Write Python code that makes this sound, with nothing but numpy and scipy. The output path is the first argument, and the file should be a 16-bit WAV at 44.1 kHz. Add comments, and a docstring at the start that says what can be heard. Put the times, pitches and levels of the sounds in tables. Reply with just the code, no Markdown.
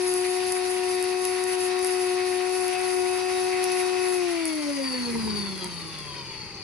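"""A small blender grinds dry seeds on a kitchen counter, heard from close by.
The rotor hums and whines as tones locked to one rotor angle; powder swishes as coloured noise,
seeds crack, and surges of hard bits ring the plastic cup as random blows.
After four seconds the power is cut: the rotor coasts down and its tones sweep through resonances.
The cup knocks in its seat and noise judders on the rubber feet as the rotor slows."""
import sys
import numpy as np
from scipy import signal
from scipy.fft import rfft, irfft, next_fast_len
from scipy.io import wavfile

SR = 44100
rng = np.random.default_rng(int(sys.argv[2]) if len(sys.argv) > 2 else 0)


def wav_out(sig):
    """Save sig, one row per channel (or a flat mono array), as 16-bit PCM at SR to the path in sys.argv[1]."""
    wavfile.write(sys.argv[1], SR, np.round(np.clip(np.atleast_2d(sig).T, -1, 1) * 32767).astype(np.int16))


N = 292369
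TIME = np.arange(N) / SR
CUT_S, DRIVE_FADE_S = 4.099, .105   # power cut, and time constant of the fading drive

# short rings of the plastic cup: (frequency [Hz], level [dB], t60 [s])
CUP_MODES = [(1985, -23, 0.013), (4720, -19, 0.0057), (5380, -11, 0.0028), (8100, -4, 0.00062),
             (9040, -2.5, 0.0024), (10570, -1.5, 0.0026), (10500, -9, 0.0077)]
# blade tone at two per turn, as at full speed: (time [s], level [dB], left over right [dB])
BLADE_TONE = [(0.0, -41, 4.0), (0.4, -36.5, 1.5), (1.47, -38, 1), (2.7, -36, 5.5), (2.75, -32, 9.0),
              (2.91, -36.5, 4), (3.66, -34, 0), (4.18, -38.5, 10), (4.2, -38, 4)]


def from_db(db):
    """Decibels to gain."""
    return 10 ** (np.asarray(db) / 20)


def rms_one(x):
    """Scale to unit rms."""
    return x / np.sqrt(np.mean(x ** 2) + 1e-20)


def in_time(rows):
    """Interpolate each table column over time, one curve per column."""
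    time_s, *columns = np.transpose(rows)
    return [np.interp(TIME, time_s, column) for column in columns]


def at_hz(points, hz):
    """Read a (Hz, dB) table on a log-frequency axis, as a gain."""
    knots_hz, db = np.transpose(points)
    return from_db(np.interp(np.log(hz + 1), np.log(knots_hz), db))


def drift(corner_hz):
    """Smooth random wander of rms 1: noise through two equal poles, computed every 40 samples."""
    step, settle = 40, 2000
    r = np.exp(-2 * np.pi * corner_hz * step / SR)
    white = rng.standard_normal(N // step + settle + 2)
    slow = signal.lfilter([1], [1, -2 * r, r * r], white)[settle:]
    return np.interp(np.arange(N), step * np.arange(len(slow)), rms_one(slow))


def after_cut(fade_s):
    """1 while the power is on, then exponential decay."""
    return np.exp(-np.maximum(TIME - CUT_S, 0) / fade_s)


def resonance(hz, centre_hz, width_hz):
    """Bell of height 1; width_hz is its full width at half height."""
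    return 1 / (1 + (2 * (hz - centre_hz) / width_hz) ** 2)


def panned(pan_db):
    """Left and right gains of constant power; positive pan_db favours the left."""
    ratio = from_db(np.atleast_1d(pan_db))
    return np.array([ratio, np.ones_like(ratio)]) * np.sqrt(2 / (1 + ratio ** 2))


def balance(loaded_pan_db, pace):
    """Left-right balance of the rotor tones, which moves to a fixed one as the rotor slows."""
    coasting_pan_db, speed_power = 1.5, 11
    return coasting_pan_db + (loaded_pan_db - coasting_pan_db) * pace ** speed_power


def noise(spectrum, alike):
    """Coloured stereo noise, rms 1; left-right likeness is one value or a table over frequency."""
    size = next_fast_len(N)
    hz = np.arange(size // 2 + 1) * SR / size
    if np.ndim(alike):
        alike = np.interp(hz, *np.transpose(alike))
    alike = np.clip(alike, -.9, .9)
    mid, side = rfft(rng.standard_normal((2, size))) * at_hz(spectrum, hz)
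    ears = np.sqrt(1 + alike) * mid + np.sqrt(1 - alike) * side * [[1], [-1]]
    return rms_one(irfft(ears, size)[:, :N])


def stereo_tone(phase, pan_db, lead_rad):
    """A sine that leads in the right ear; rms 1 for the mean of both ears."""
    ears = panned(pan_db) * np.exp(1j * lead_rad * np.array([[0], [1]]))
    return np.sqrt(2) * np.real(ears / np.abs(ears.mean(axis=0)) * np.exp(1j * phase))


def wavering_tone(phase, flutter_db, smear_rad, corner_hz, lead_rad):
    """A tone whose strength and phase waver, a little differently in each ear; rms 1."""
    left, right, slip = drift(corner_hz), drift(corner_hz), drift(corner_hz)
    shift = smear_rad * np.array([slip + right / 2, slip + left / 2]) + [[0], [lead_rad]]
    strength = from_db(flutter_db * np.array([left, right]))
    return rms_one(strength * np.cos(phase + shift))


def strike(at, sizes, modes, spread_db):
    """Each blow rings each damped mode at a random strength, slightly higher in the right ear."""
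    right_detune = 1.026
    out = np.zeros((2, N))
    for k, (hz, db, t60_s) in enumerate(modes):
        clicks = np.full(N, 1e-18)   # tiny offset keeps the filter out of denormals
        strength_db = db + spread_db * rng.standard_normal(len(at))
        clicks[at] = (-1) ** k * sizes * from_db(strength_db)
        r = from_db(-60 / (t60_s * SR))
        for ear, w in enumerate(2 * np.pi * hz / SR * np.array([1, right_detune])):
            out[ear] += signal.lfilter([0, np.sin(w)], [1, -2 * r * np.cos(w), r * r], clicks)
    return out


def hits(rows, modes, spread_db):
    """Play a (time [s], level [dB]) table of blows on a body."""
    time_s, db = np.transpose(rows)
    return strike((time_s * SR).astype(int), from_db(db), modes, spread_db)


def room():
    """Steady background noise, almost alike in both ears."""
    # background colour: (frequency [Hz], relative density [dB])
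    room_colour = [(20, -27), (60, 16.5), (150, 7.5), (400, 22.5), (650, -32), (950, 2), (1500, -19),
                   (2050, 0), (3000, -2), (11000, -57)]
    return from_db(-55.5) * noise(room_colour, alike=0.97)


def kitchen(x, t60_s, wet_db):
    """Tiles and counter add a short diffuse tail, different in each ear."""
    t = np.arange(SR // 2) / SR
    tail = rng.standard_normal((2, len(t))) * from_db(-60 * t / t60_s) * (t > .002)
    tail /= np.sqrt(np.sum(tail ** 2, axis=1, keepdims=True))
    return x + from_db(wet_db) * signal.fftconvolve(x, tail, axes=1)[:, :N]


def knocks():
    """The cup knocks in its seat, and both ring low together."""
    # knocks: (time [s], level [dB])
    knock_rows = [(5.092, -42), (5.155, -32), (5.275, -34), (5.335, -49), (5.462, -49), (5.642, -38),
                  (5.657, -31)]
    # rings of cup and seat: (frequency [Hz], level [dB], t60 [s])
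    seat_modes = [(204, -7, 0.27), (380, -13, 0.021), (930, 1, 0.11), (2070, -8, 0.023)]
    return hits(knock_rows, seat_modes, spread_db=1.0)


def feet(speed, pace):
    """Rubber feet judder most at their resonance; below it the machine rocks and sways."""
    # judder colour: (frequency [Hz], relative density [dB])
    judder_colour = [(20, -21), (45, -21), (75, 0.5), (120, -4), (190, 0), (260, -9.5), (380, 0),
                     (560, -17.5), (690, -24), (1050, -8), (1500, -22.5), (4000, -54)]
    loaded_db, peak_db, slow_db, sway_db = -55.5, -41.5, -46.5, -60
    judder_hz, width_hz = 220, 29   # turn rate of the strongest judder, softness of the change there
    below = .5 + .5 * np.tanh((judder_hz - speed) / width_hz)
    rocking = from_db(loaded_db + (slow_db - loaded_db) * below)
    peak = from_db(peak_db) * resonance(speed, judder_hz, 2 * width_hz) ** 2
    sway_band = signal.butter(2, [20, 55], "band", fs=SR, output="sos")
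    sway = rms_one(signal.sosfilt(sway_band, rng.standard_normal(N)))
    sway_growth = ((1 - pace) / (1 - pace[-1])) ** 4
    judder = (rocking + peak) * noise(judder_colour, alike=0.94)
    return judder + from_db(sway_db) * sway_growth * sway


def powder(angle, pace, chop, patchy_db):
    """Meal swishes round the cup in clumps of uneven coarseness, pushed twice a turn by the blades."""
    # swish colour: (frequency [Hz], relative density [dB])
    swish_colour = [(60, -49), (130, -21), (400, 1), (500, -10), (570, -5.5), (660, -6), (830, 2.5),
                    (1050, -1.5), (1350, 0), (1700, -2.5), (1950, 7), (2150, 3.5), (2700, 4), (3000, -1.5),
                    (3400, -4), (3900, -3), (5800, -2), (6800, -13), (8400, -8.5), (11000, -39)]
    # left-right likeness: (frequency [Hz], likeness [-1 to 1])
    swish_likeness = [(400, 0.6), (580, 0.27), (800, -0.012), (1500, 0.92), (1900, 0.16), (2300, 0.7),
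                      (3000, -0.16), (4300, 0.73), (6800, -0.23)]
    start_db, rise_db_per_s, speed_power = -37.5, 0.5, 1.09   # rises as the meal gets finer
    settle_db, settle_s = -0.5, 0.11   # the meal settles once the drive stops
    level_db = start_db + rise_db_per_s * np.minimum(TIME, CUT_S)
    level_db = level_db + settle_db * (1 - after_cut(settle_s))
    blade_db, _ = in_time(BLADE_TONE)
    level_db = level_db + 0.1 * (blade_db - blade_db.mean())   # follows a share of the blade's swing
    clumps_db = .2 * drift(28) + .7 * drift(150)
    meal = noise(swish_colour, alike=swish_likeness)
    patches = 0
    edges_hz = np.geomspace(900, 7000, 7)
    for band_hz in zip(edges_hz, edges_hz[1:]):
        band = signal.butter(1, band_hz, "band", fs=SR, output="sos")
        patches = patches + signal.sosfilt(band, meal) * (from_db(patchy_db * drift(15)) - 1)
    swish = rms_one(meal + patches) * (1 + chop * np.cos(2 * angle))
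    return from_db(level_db + clumps_db) * pace ** speed_power * swish * panned(1.8)


def spray_level(speed):
    """Surges ride on a steady spray, which fails when the rotor is too slow to fling the bits."""
    # the heap slumps onto the blade and bits fly out: (time [s], level [dB], length [s])
    surge_rows = [(0.125, -33.5, 0.16), (0.338, -37, 0.16), (0.513, -35, 0.13), (0.706, -36.5, 0.16),
                  (0.924, -36.5, 0.13), (1.063, -40.5, 0.11), (1.284, -36, 0.18), (1.506, -34, 0.074),
                  (1.637, -34.5, 0.1), (1.878, -35, 0.12), (2.043, -36.5, 0.16), (2.305, -36.5, 0.087),
                  (2.6, -36, 0.18), (2.915, -38, 0.24), (3.172, -40, 0.094), (3.393, -37, 0.16),
                  (3.627, -40.5, 0.13), (3.78, -37.5, 0.13), (4.098, -38, 0.18), (4.313, -38.5, 0.082),
                  (4.483, -38, 0.056)]
    loaded_db, coasting_db = -43, -41   # the heap collapses after the cut
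    fling_turns_per_s, steepness = 180, 3.8
    steady_db = coasting_db + (loaded_db - coasting_db) * after_cut(0.19)
    power = from_db(steady_db) ** 2
    for time_s, db, length_s in surge_rows:
        power = power + from_db(db) ** 2 * np.exp(-(2 * (TIME - time_s) / length_s) ** 2)
    return np.sqrt(power / (1 + (fling_turns_per_s / speed) ** (2 * steepness)))


def grit(angle, speed, per_turn, size_db, bunching, flicker_db):
    """Hard bits hit the cup at random, densest once a turn; a few are much larger than the rest."""
    chance = per_turn * speed * (1 + bunching * np.cos(angle)) / SR
    at = np.flatnonzero(rng.random(N) < chance)
    sizes = from_db(size_db * np.minimum(rng.exponential(1, len(at)), 5))
    sizes = sizes * rng.choice([-1, 1], len(at))
    ticks = rms_one(strike(at, sizes, CUP_MODES, spread_db=2.0)[0])
    near = spray_level(speed) * from_db(flicker_db * drift(18)) * ticks
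    far_lag = round(.000293 * SR)
    return np.array([near, np.pad(near, (far_lag, 0))[:N]])


def seeds():
    """A seed splits on the blade with a bright snap and rings the cup."""
    # cracks: (time [s], blow level [dB])
    crack_rows = [(0.1387, -8.5), (0.522, -5.5), (1.0264, -9.5), (1.040, -14), (1.252, -7.5), (1.439, -9),
                  (1.6457, -16), (1.7914, -13), (1.847, -9), (1.871, -11), (2.4942, -19), (2.681, -13),
                  (3.641, -7), (4.142, -14), (4.455, -7.5), (5.6442, -13.5), (5.988, -24)]
    snap_db, snap_edge_hz = -21, 4470   # snap level relative to the blow, lower edge
    time_s, db = np.transpose(crack_rows)
    clicks = np.zeros(N)
    clicks[(time_s * SR).astype(int)] = from_db(db + snap_db)
    highpass = signal.butter(2, snap_edge_hz, "high", fs=SR, output="sos")
    snaps = signal.sosfilt(highpass, clicks + 1e-18)
    return snaps + hits(crack_rows, CUP_MODES, spread_db=1.5)


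def bearing(angle, speed, pace):
    """Ball tones flare as they glide through resonances of the base, over a rolling rasp."""
    # ball tones and sidebands: (multiple of turn rate, level before the base [dB])
    ball_tones = [(3.0, -18), (3.57, -22), (4.0, -20), (4.43, -26), (5.0, -25), (5.3, -28), (7.0, -19),
                  (7.8, -28), (9.0, -36), (10.43, -35), (10.67, -37), (11.0, -36), (12.15, -44),
                  (13.2, -42), (13.82, -42), (14.22, -42), (14.56, -41), (15.3, -47), (15.6, -42),
                  (16.07, -47), (16.63, -44), (17.27, -45), (17.5, -32), (17.7, -39), (18.0, -41),
                  (18.16, -39), (18.5, -36.5), (18.66, -39), (20.89, -39), (21.57, -42), (21.89, -36),
                  (22.05, -39), (22.55, -41), (22.88, -34), (23.04, -41), (23.37, -43), (25.27, -46),
                  (25.88, -47), (26.06, -48), (26.3, -41), (26.45, -45), (26.62, -43), (27.27, -51),
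                  (28.69, -47), (29.33, -51), (30.61, -48), (31.85, -49), (32.29, -48), (34.0, -51),
                  (35.06, -46), (35.41, -43), (35.68, -46), (35.95, -45), (37.3, -50), (38.5, -48),
                  (39.45, -46)]
    # radiation of the motor base: (frequency [Hz], gain [dB])
    base_response = [(480, -40), (570, -35), (660, -45), (760, -35), (860, -30), (935, -28), (1040, -26),
                     (1200, -31), (1550, -38), (1900, -27), (2330, -19), (2700, -23), (3100, -20),
                     (3500, -16), (3900, -22), (4200, -16), (4450, -1), (4650, -3.5), (4950, -8),
                     (5150, -25), (5900, -39), (6330, -9), (6650, -43)]
    # rasp colour: (frequency [Hz], relative density [dB])
    rasp_colour = [(900, -28), (3600, -33), (4100, -49), (4400, 17.5), (4700, 11), (5000, 12), (5400, -47),
                   (6300, 6), (7200, -37), (11000, -23)]
    # held tight under load, the bearing rattles freely without it
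    free_db, play_opens_s, speed_power = -.5, 0.42, 0.15
    rasp_tight_db, rasp_free_db, rasp_loosen_s = -46.5, -38.5, 0.98
    play = from_db(free_db) * (1 - after_cut(play_opens_s)) * pace ** speed_power
    rasp_db = rasp_free_db + (rasp_tight_db - rasp_free_db) * after_cut(rasp_loosen_s)
    tones = 0
    for order, db in ball_tones:
        smear_rad = .25 + .012 * order   # skidding balls blur the higher tones more
        tone = wavering_tone(order * angle, flutter_db=2.0, smear_rad=smear_rad, corner_hz=20, lead_rad=.7)
        tones = tones + from_db(db) * at_hz(base_response, order * speed) * tone
    tones = tones * rms_one(from_db(2.5 * drift(16)))   # roughness of skidding, shared by all tones
    rasp = from_db(rasp_db) * pace ** 0.33 * noise(rasp_colour, alike=-0.44)
    rasp = rasp * (1 + 0.11 * np.cos(angle))
    return (play * tones + rasp) * panned(5.3)


def whine(angle, ripple):
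    """Tones under power flutter, swell and throb with the mains, then die away after the cut."""
    # motor and bearing whine, and a mains sideband of the hum: (multiple of turn rate,
    # level at start [dB], rise [dB/s], lead of right ear [rad], slow swell [dB])
    powered_tones = [(1.275, -59, 0, .5, 1), (2.61, -49.5, 0, .7, 1), (3, -46.5, .6, 1.3, .5),
                     (4, -55, 1.1, -.5, 1.5), (5, -47.3, -.5, .9, .7), (7.015, -51.5, 2.2, -.2, .7),
                     (9, -61, 0, 2.7, 2), (10, -52.5, -2.2, -2.9, 2), (10.31, -55.5, .8, -.2, 3),
                     (11, -53.5, -.6, -2.8, 2), (12.03, -54.5, .3, -.7, 2), (13.2, -46.5, -.8, -.9, 1),
                     (17.48, -61, 1, -1.2, 2.5), (22, -65, .8, 3.1, 2.5)]
    mains_hz, mains_db, fade_s = 100.2, -61, 0.13
    powered_s = np.minimum(TIME, CUT_S)
    mains = np.sin(2 * np.pi * mains_hz * TIME) * after_cut(DRIVE_FADE_S)
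    tones = 0
    for order, db, rise_db_per_s, lead_rad, swell_db in powered_tones:
        swell = rms_one(from_db(swell_db * drift(3.1)))
        tone = wavering_tone(order * angle, flutter_db=2.25, smear_rad=0.22, corner_hz=8.2,
                             lead_rad=lead_rad)
        tones = tones + from_db(db + rise_db_per_s * powered_s) * swell * tone
    tones = after_cut(fade_s) * tones * (1 + ripple * mains) * panned(0.87)
    return tones + from_db(mains_db) * mains


def blades(angle, speed, pace, lead_rad, flutter_db, wobble_db, shake_db):
    """Two blades sound twice a turn; the falling tone shakes and flares at each resonance it crosses."""
    # narrow resonances: (frequency [Hz], level [dB], left over right [dB])
    flare_rows = [(600, -41, 10), (574.6, -32.5, 0), (546, -31.5, 7), (507, -37.5, -4), (470, -32.5, -19),
                  (460.4, -33, -14), (430.5, -37, 16), (418, -36, 4), (399, -41, 1), (379.4, -40.5, 4),
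                  (362, -38, 0), (326, -46, 0)]
    width_hz, speed_power = 21, 3.9
    level_db, pan_db = in_time(BLADE_TONE)
    flares = 0
    for k, (hz, db, side_db) in enumerate(flare_rows):
        bell = resonance(2 * speed, hz, width_hz) ** 2
        flares = flares + (-1) ** k * from_db(db) * panned(side_db) * bell
    wobble = from_db(wobble_db * (1 - pace) * np.array([drift(28), drift(23)]))
    steady = from_db(level_db) * pace ** speed_power * wobble
    steady = steady * stereo_tone(2 * angle, balance(pan_db, pace), lead_rad)
    shake = from_db(shake_db * drift(40))
    ringing = flares * shake * stereo_tone(2 * angle + np.pi / 2, 0, lead_rad)
    return -from_db(flutter_db * drift(30)) * (steady + ringing)


def hum(angle, speed, pace, wobble_db):
    """The unbalanced rotor hums once a turn; slowing, it fades, wobbles and swells on the feet."""
    # hum as at full speed, before the feet: (time [s], level [dB], left over right [dB])
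    hum_rows = [(0.0, -26, 9), (0.19, -26, 7.0), (0.49, -29, 13.0), (1.04, -27, 9), (1.24, -28.5, 11.5),
                (1.92, -27, 12), (2.09, -26, 7.5), (2.7, -29, 16), (2.76, -33.5, 23.0), (2.83, -29.5, 11),
                (2.92, -28.5, 16.0), (2.98, -26.5, 10), (3.22, -30, 14.5), (3.37, -28.5, 8.5),
                (3.92, -28, 12), (4.2, -26.5, 12.0), (4.45, -27.5, 21), (4.75, -25.5, 28)]
    # lead of the right ear as the listener moves: (time [s], lead [rad])
    lead_rows = [(2.45, 0.47), (2.7, 1.34)]
    speed_power, feet_hz, feet_width_hz, feet_gain = 3.03, 214, 39, 1.3
    level_db, pan_db = in_time(hum_rows)
    lead_rad, = in_time(lead_rows)
    bounce = 1 + feet_gain * resonance(speed, feet_hz, feet_width_hz)
    wobble = from_db(wobble_db * (1 - pace) * np.array([drift(8.1), drift(39)]))
    level = from_db(level_db) * pace ** speed_power * bounce * wobble
    return level * stereo_tone(angle, balance(pan_db, pace), lead_rad)


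def coasting():
    """Share of working speed left: exponential drag, and extra drag late, once the rotor has slowed well down."""
    coast_s, extra_from_s, extra_drag_s = 2.0455, 6.15, 3.3
    unpowered_s = np.maximum(TIME - CUT_S, 0) - DRIVE_FADE_S * (1 - after_cut(DRIVE_FADE_S))
    extra = (np.maximum(TIME - extra_from_s, 0) / extra_drag_s) ** 2   # the grease drags as well
    return np.exp(-unpowered_s / coast_s - extra)


def scene():
    """One rotor angle drives the motor, bearing, blades, powder and grit."""
    # rotor speed before coasting: (time [s], speed [turns/s])
    speed_rows = [(0, 364.3), (.2, 364), (.45, 367), (.62, 365.7), (.72, 366.4), (1, 365.3), (1.5, 367.6),
                  (1.68, 364.9), (1.85, 367.8), (1.97, 365.3), (2.14, 364.5), (2.26, 366.6), (2.36, 364.3),
                  (2.57, 368), (2.72, 365.2), (2.83, 367.7), (3.04, 365.5), (3.3, 368.1), (3.55, 367.5),
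                  (3.82, 365.4), (3.96, 366.8), (4.06, 365.5)]
    pace = coasting()
    tug = 1 + .0008 * drift(9)   # the uneven load tugs at the rotor
    speed = in_time(speed_rows)[0] * pace * tug
    angle = 2 * np.pi * np.cumsum(speed) / SR
    spray = grit(angle, speed, per_turn=16.0, size_db=1.8, bunching=.6, flicker_db=1.5)
    blows = kitchen(spray + seeds() + knocks(), t60_s=.15, wet_db=-15)
    swish = powder(angle, pace, chop=0.047, patchy_db=2.0)
    body = feet(speed, pace) + bearing(angle, speed, pace) + whine(angle, ripple=0.038)
    motor = hum(angle, speed, pace, wobble_db=4.5)
    motor = motor + blades(angle, speed, pace, lead_rad=-0.89, flutter_db=0.97, wobble_db=8, shake_db=1.2)
    return room() + blows + swish + body + motor


def record(dry):
    """A steep elliptic low-pass cuts the top at 11.7 kHz."""
    return signal.sosfilt(signal.ellip(10, .2, 80, 11700, fs=SR, output="sos"), dry)


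dry = scene()
out = record(dry)
wav_out(out)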